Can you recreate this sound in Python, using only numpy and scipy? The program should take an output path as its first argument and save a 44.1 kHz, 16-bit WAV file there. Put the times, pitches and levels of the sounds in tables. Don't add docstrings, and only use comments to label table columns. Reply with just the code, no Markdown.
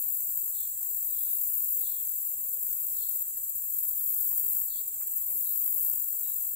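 import sys
import numpy as np
from scipy import signal
from scipy.fft import rfft, irfft, next_fast_len
from scipy.io import wavfile
from scipy.ndimage import uniform_filter1d, map_coordinates

SR = 44100
rng = np.random.default_rng(int(sys.argv[2]) if len(sys.argv) > 2 else 0)


def generate_wav(sig):
    pcm = np.round(np.clip(np.atleast_2d(sig).T, -1, 1) * 32767).astype(np.int16)
    wavfile.write(sys.argv[1], SR, pcm)


N = 288855

# start and end in seconds, first and last wing cycles per second,
# relative level at the crest in dB.
LEFT_BUZZES = [(-.603, .73, 50.6, 46.2, -32.5), (.773, 2.36, 51.2, 44.4, -31.2),
               (2.378, 3.22, 52, 48.6, -33), (3.559, 4.83, 48.4, 45.7, -31),
               (5.118, 6.55, 48.2, 46.3, -30.2)]
AHEAD_BUZZES = [(-.094, .51, 60.9, 57.8, -32), (1.218, 1.83, 60, 58, -30.5), (2.617, 3.23, 60, 58.4, -32),
                (3.993, 4.63, 59.8, 58.4, -28.5), (5.307, 5.91, 60, 58, -28.5)]
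# time in seconds, level in dB, left over right in dB.
TICKS = [(.607, -28.5, 10), (.905, -32, 4), (.967, -33, 4), (1.026, -29, 5), (1.075, -29, 6),
         (1.129, -31.5, 5), (2.095, -33, 11), (2.158, -30, 6), (2.264, -35, 16), (2.443, -31, 9),
         (2.492, -34, 14), (2.54, -29, 10), (2.633, -35, 14), (3.093, -32, 18), (3.16, -30.5, 7),
         (3.22, -30, 9), (3.283, -30.5, 8), (3.378, -30.5, 14), (3.438, -28, 9), (3.498, -29.5, 13),
         (3.56, -29.5, 13), (3.74, -28, 5), (3.787, -26, 8), (3.833, -28, 7), (3.888, -27, 7),
         (4.757, -31, 3), (4.82, -34, 10), (4.88, -30, 8), (4.946, -33, 10), (5.005, -28.5, 7),
         (5.03, -32, 1), (5.076, -26.5, 3), (5.122, -29, 5), (5.17, -25, 4), (5.215, -28.5, 5),
         (5.268, -30.5, 5), (6.365, -30, 7), (6.43, -28, 9), (6.472, -33, 5), (6.52, -37, 7)]
# frequency in Hz, relative level in dB.
LEFT_WING = [(5800, -76), (6500, -51), (9000, -17), (11000, -7.5), (12200, -4.5), (13500, 1), (14500, 5.5),
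             (16000, -0.5)]
AHEAD_WING = [(5800, -76), (6500, -38), (9000, -20), (10600, -19.5), (11700, -3), (12300, -5), (13300, 1.5),
              (14500, -0.5), (16000, -0.5)]
TICK_WING = [(5800, -70), (6500, -30), (9000, -20), (11000, -11), (12200, -4), (13300, 0), (14200, -1.5),
             (15300, 0), (16000, -1), (20000, -8)]
FAR_WING = [(5800, -85), (6500, -36), (9000, -11), (10800, -4), (11900, 0.5), (14000, 2.5), (16000, -2.5)]
# centre in Hz, width in Hz, boost in dB.
REFLECTION_PEAKS = [(10880, 140, 3), (11430, 170, 2.5), (11850, 260, 4), (12380, 150, 4), (12660, 190, 10),
                    (13270, 120, 4.5), (13920, 170, 6.5), (14190, 150, 3.5), (14660, 150, 3.5),
                    (14950, 110, 3), (15320, 150, 5.5), (15640, 140, 4.5)]
# start and end in seconds, rise in dB.
FAR_BOUTS = [(-.2, 0.593, 1), (1.134, 1.88, 3), (1.85, 3.23, 1.3), (3.75, 4.663, 3), (5.27, 5.997, 2.7)]
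# frequency in Hz, relative level in dB.
CHORUS_LEFT = [(6050, -81), (6350, -32), (6720, -18), (6880, -9), (7100, -4.5), (7500, -.5), (7950, 1.7),
               (8400, -2), (9000, -16), (11000, -16)]
CHORUS_RIGHT = [(6050, -75), (6350, -35), (6700, -19), (6950, -9), (7150, -6), (7500, 0), (7900, -.3),
                (8400, -9.5), (9000, -19), (11000, -22)]
# pitch in Hz, pulses per second, chirps per second, time offset in
# seconds, depth of the gaps between chirps from 0 to 1, level in dB, left over right in dB.
CRICKETS = [(6380, 29, 4.84, .215, 1, -68, 4), (6580, 29.1, 0, .12, 0, -67, 2), (6260, 31, 0, 0, 0, -77, 0)]
# start and length in seconds, first and last top pitch in Hz,
# rough depth of the pitch dips in Hz, relative level in dB, clear note over the rasp in dB.
WHEEZES = [(-.06, 0.11, 4440, 4340, 350, -65.5, -12), (0.527, 0.15, 4365, 4280, 930, -59, -8),
           (1.073, 0.27, 4120, 4060, 654, -63, -9), (1.799, 0.17, 4235, 4250, 753, -59, -6),
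           (1.902, 0.12, 3754, 3474, 561, -62.5, -14), (2.944, 0.15, 4277, 4270, 880, -60, -4.5),
           (4.67, 0.15, 4545, 4520, 1150, -57.5, -6), (5.436, 0.096, 4150, 4335, 600, -60, -12),
           (6.211, 0.11, 4096, 4030, 327, -61.5, -6)]
# start and length in seconds, first and last pitch in Hz, level in dB.
FAR_NOTES = [(1.62, .15, 4900, 4890, -73.5), (2.602, 0.26, 5300, 5200, -73), (2.775, 0.45, 5320, 5400, -69),
             (2.885, .15, 5290, 4980, -65), (4.062, 0.041, 3430, 2770, -64)]
# time in seconds, level in dB.
KNOCKS = [(4.362, -66), (5.017, -56.5)]
# frequency in Hz, relative level in dB.
HULL_TONE = [(400, -23), (700, -6), (880, 5), (1000, -11), (1170, 8), (1550, -0.5), (1900, 3), (2300, 0),
             (2800, -7), (4000, -37)]
AIR_TONE = [(20, -9), (40, -7), (60, 0.5), (75, -1), (92, 1), (115, -3.5), (160, -6.5), (300, -10.5),
            (700, -14), (1400, -17), (2500, -20), (4800, -20.5), (6000, -29)]
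# frequency in Hz, left over right in dB.
AIR_PAN = [(100, 1.5), (200, -0.5), (700, 1), (1200, 1), (1800, 9), (2700, 15.5), (5000, 1.5)]
# frequency in Hz, time to fade by 60 dB in seconds.
GROVE_DECAY = [(1000, 0.25), (4000, 0.69), (10000, 0.5), (16000, 0.39)]


def left_katydid():
    force = buzzing(LEFT_BUZZES, closing=0.17, opening_db=-5, edge_s=0.012,
                    swell_db=4, crest=0.5, sag_db=4)
    song = radiated(force * teeth(per_s=9000, rough_db=1), LEFT_WING)
    return amp(-1.5) * pan(13) * outdoors(song, scatter_s=0.0043, wet_db=-16)


def ahead_katydid():
    force = buzzing(AHEAD_BUZZES, closing=0.097, opening_db=-7, edge_s=0.0075,
                    swell_db=3, crest=0.65, sag_db=-1)
    song = radiated(force * teeth(per_s=10000, rough_db=2), AHEAD_WING)
    return amp(-2) * pan(4.9) * outdoors(song, scatter_s=0.0048, wet_db=-22)


def ticks(half_width_s=0.0059, return_s=0.021, return_db=-10):
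    t, force = np.arange(N) / SR, np.zeros((2, N))
    sweep = lambda at: np.exp(-.5 * np.minimum(np.abs(t - at) / half_width_s, 10) ** 2)
    for at, db, left_db in TICKS:
        force += amp(db) * pan(left_db) * (sweep(at) + amp(return_db) * sweep(at + return_s))
    song = radiated(force * teeth(per_s=10000, rough_db=1), TICK_WING)
    return outdoors(song, scatter_s=.004, wet_db=-16)


def buzzing(buzzes, closing, opening_db, edge_s, swell_db, crest, sag_db, uneven_db=1):
    t, force = np.arange(N) / SR, np.zeros(N)
    for start, end, first_rate, last_rate, db in buzzes:
        progress = np.clip((t - start) / (end - start), 0, 1)
        cycles = (t - start) * (first_rate + (last_rate - first_rate) * progress / 2)
        off_beat = (cycles + .5) % 1 - .5
        stroke = np.exp(-.5 * (off_beat / closing) ** 2) + amp(opening_db)
        gate = np.clip((t - start) / edge_s + 1, 0, 1) * np.clip((end - t) / edge_s + .5, 0, 1)
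        effort_db = db - np.interp(progress, [0, crest, 1], [swell_db, 0, sag_db])
        force = np.maximum(force, amp(effort_db) * unit(stroke) * gate)
    return force * amp(uneven_db * wobble(50))


def teeth(per_s, rough_db):
    catches = rng.random(N) < per_s / SR
    return unit(catches * rng.choice([-1, 1], N) * amp(rough_db * rng.standard_normal(N)))


def radiated(scrape, spectrum, early_tuning=.989, crossfade_s=(2.6, 3.8)):
    def tuned(tuning):
        def response(hz):
            boost_db = sum(db / (1 + (2 * (hz / tuning - centre) / width) ** 2)
                           for centre, width, db in REFLECTION_PEAKS)
            return unit(amp(along(spectrum, hz) + boost_db))
        return filtered(scrape, response)
    early, late = tuned(early_tuning), tuned(1)
    return early + (late - early) * np.interp(np.arange(N) / SR, crossfade_s, [0, 1])


def far_katydids(join_s=0.05, quit_s=0.07):
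    t, level_db = np.arange(N) / SR, np.full(N, -35.0)
    for start, end, rise_db in FAR_BOUTS:
        level_db += rise_db * np.clip(np.minimum((t - start) / join_s, (end - t) / quit_s) + .5, 0, 1)
    flutter_db = 1.22 * wobble(110) + 0.25 * wobble(20.67)
    shimmer = coloured(rng.standard_normal((2, N)), FAR_WING)
    return amp(level_db + flutter_db) * pan_bands(shimmer, [(11000, 1.8), (13500, 1.9), (15200, 3.6)])


def chorus():
    bed = np.array([coloured(rng.standard_normal(N), side) for side in (CHORUS_LEFT, CHORUS_RIGHT)])
    shimmer_db = 0.66 * wobble(1.84) + 0.39 * np.array([wobble(120), wobble(120)])
    return amp(-43 + shimmer_db) * pan(-4) * bed


def crickets(uneven_db=2, stray_cycles=0.4, sag_hz=110):
    t, mix = np.arange(N) / SR, np.zeros((2, N))
    for hz, pulse_rate, chirp_rate, offset, depth, db, left_db in CRICKETS:
        stroke = (pulse_rate * (t - offset) + .5 + stray_cycles * wobble(4)) % 1
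        chirps = 1 - depth + depth * np.cos(np.pi * chirp_rate * (t - offset)) ** 14
        tone = sine(hz + sag_hz * (.5 - stroke) + 35 * wobble(40))
        song = np.sin(np.pi * stroke) ** 2 * chirps * tone * amp(uneven_db * wobble(25))
        mix += amp(db) * pan(left_db) * unit(outdoors(song, scatter_s=.02, wet_db=-12))
    return mix


def wheezing_bird(rasp_hz=90, waver_hz=35, fade_share=0.27):
    t, song = np.arange(N) / SR, np.zeros(N)
    dips = np.sin(np.pi * rasp_hz * t + .5 * wobble(60)) ** 2
    dips *= 1 + 0.248 * np.tanh(wobble(110))
    waver = waver_hz * wobble(70)
    for start, length, first_hz, last_hz, dip_hz, db, clear_db in WHEEZES:
        progress = np.clip((t - start) / length, 0, 1)
        effort = np.clip(np.minimum(progress, 1 - progress) / fade_share, 0, 1) ** 0.5
        top_hz = first_hz + (last_hz - first_hz) * progress + waver
        depth = (1 + np.sin(np.pi * progress ** 1.25)) / 2
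        rasp = sine(top_hz - dip_hz * dips * depth)
        song += amp(db) * effort * (rasp + amp(clear_db) * sine(top_hz))
    grain = unit(amp(1.7 * wobble(180) + 1.4 * wobble(45)))
    return amp(0.9) * pan(-9.5) * outdoors(song * grain, scatter_s=0.05, wet_db=-4.5)


def far_birds(waver_hz=230, broken_db=3):
    t, song = np.arange(N) / SR, np.zeros(N)
    waver = waver_hz * wobble(250)
    for start, length, first_hz, last_hz, db in FAR_NOTES:
        progress = np.clip((t - start) / length, 0, 1)
        whistle = sine(first_hz + (last_hz - first_hz) * progress + waver)
        song += amp(db) * np.sin(np.pi * progress) * whistle
    grain = unit(amp(broken_db * wobble(45)))
    return pan(-2.6) * outdoors(song * grain, scatter_s=0.055, wet_db=-13.5)


def boat_knocks(attack_s=0.01, decay_s=0.015):
    t = np.arange(N) / SR
    contact = sum(amp(db) * np.exp(-np.maximum((at - t) / attack_s, (t - at) / decay_s))
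                  for at, db in KNOCKS)
    return pan(1.6) * coloured(contact * rng.standard_normal((2, N)), HULL_TONE)


def air():
    left, right = coloured(flicker(rng.standard_normal((2, N))), AIR_TONE)
    shared_bass = filtered(left, lambda hz: along([(100, 0.43), (250, 0.062)], hz))
    bed = np.array([left, unit(right + shared_bass)])
    stir_db = .55 * wobble(7)
    return amp(-66 + stir_db) * pan_bands(bed, AIR_PAN)


def flicker(noise, depth_db=1.5, above_hz=350):
    hz, _, bands = signal.stft(noise, SR, nperseg=1024)
    patches = rng.standard_normal(bands.shape[1:])
    for axis in (0, 1):
        patches = uniform_filter1d(patches, size=4, axis=axis)
    bands *= amp(depth_db * unit(patches) * (hz > above_hz)[:, None])
    return unit(signal.istft(bands, SR, nperseg=1024)[1][:, :N])


def outdoors(x, scatter_s, wet_db):
    t = np.arange(SR // 2) / SR
    stems = rng.standard_normal((2, len(t))) * amp(-60 * t / scatter_s)
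    hz, age, bands = signal.stft(rng.standard_normal((2, len(t))), SR, nperseg=256)
    bands *= amp(-60 * age / along(GROVE_DECAY, hz)[:, None])
    trees = signal.istft(bands, SR, nperseg=256)[1][:, :len(t)]
    stems, trees = (echo / np.linalg.norm(echo, axis=1, keepdims=True) for echo in (stems, trees))
    paths = rfft(stems + amp(wet_db) * trees)
    paths /= np.sqrt(uniform_filter1d(np.abs(paths) ** 2, size=250, axis=1))
    return signal.fftconvolve(np.atleast_2d(x), irfft(paths), axes=1)[:, :N]


def amp(db):
    return 10 ** (np.asarray(db) / 20)


def unit(x):
    return x / np.sqrt(np.mean(x ** 2) + 1e-20)


def sine(hz):
    return np.sin(2 * np.pi * np.cumsum(hz) / SR)


def wobble(rate):
    return map_coordinates(rng.standard_normal(int(N * rate / SR) + 4), [np.arange(N) * rate / SR])


def along(points, hz):
    point_hz, values = np.transpose(points)
    return np.interp(np.log(hz + 1), np.log(point_hz + 1), values)


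def filtered(x, response):
    size = next_fast_len(N + SR // 4)
    return irfft(rfft(x, size) * response(np.fft.rfftfreq(size, 1 / SR)), size)[..., :N]


def coloured(x, spectrum):
    return filtered(x, lambda hz: unit(amp(along(spectrum, hz))))


def pan(left_db):
    return amp(left_db * np.array([[.5], [-.5]]))


def pan_bands(x, points):
    return filtered(x, lambda hz: pan(along(points, hz)))


def scene():
    katydids = left_katydid() + ahead_katydid() + ticks() + far_katydids()
    return katydids + chorus() + crickets() + wheezing_bird() + far_birds() + boat_knocks() + air()


def record(dry, top_hz=15750):
    return filtered(dry, lambda hz: hz < top_hz)


dry = scene()
out = record(dry)
generate_wav(out)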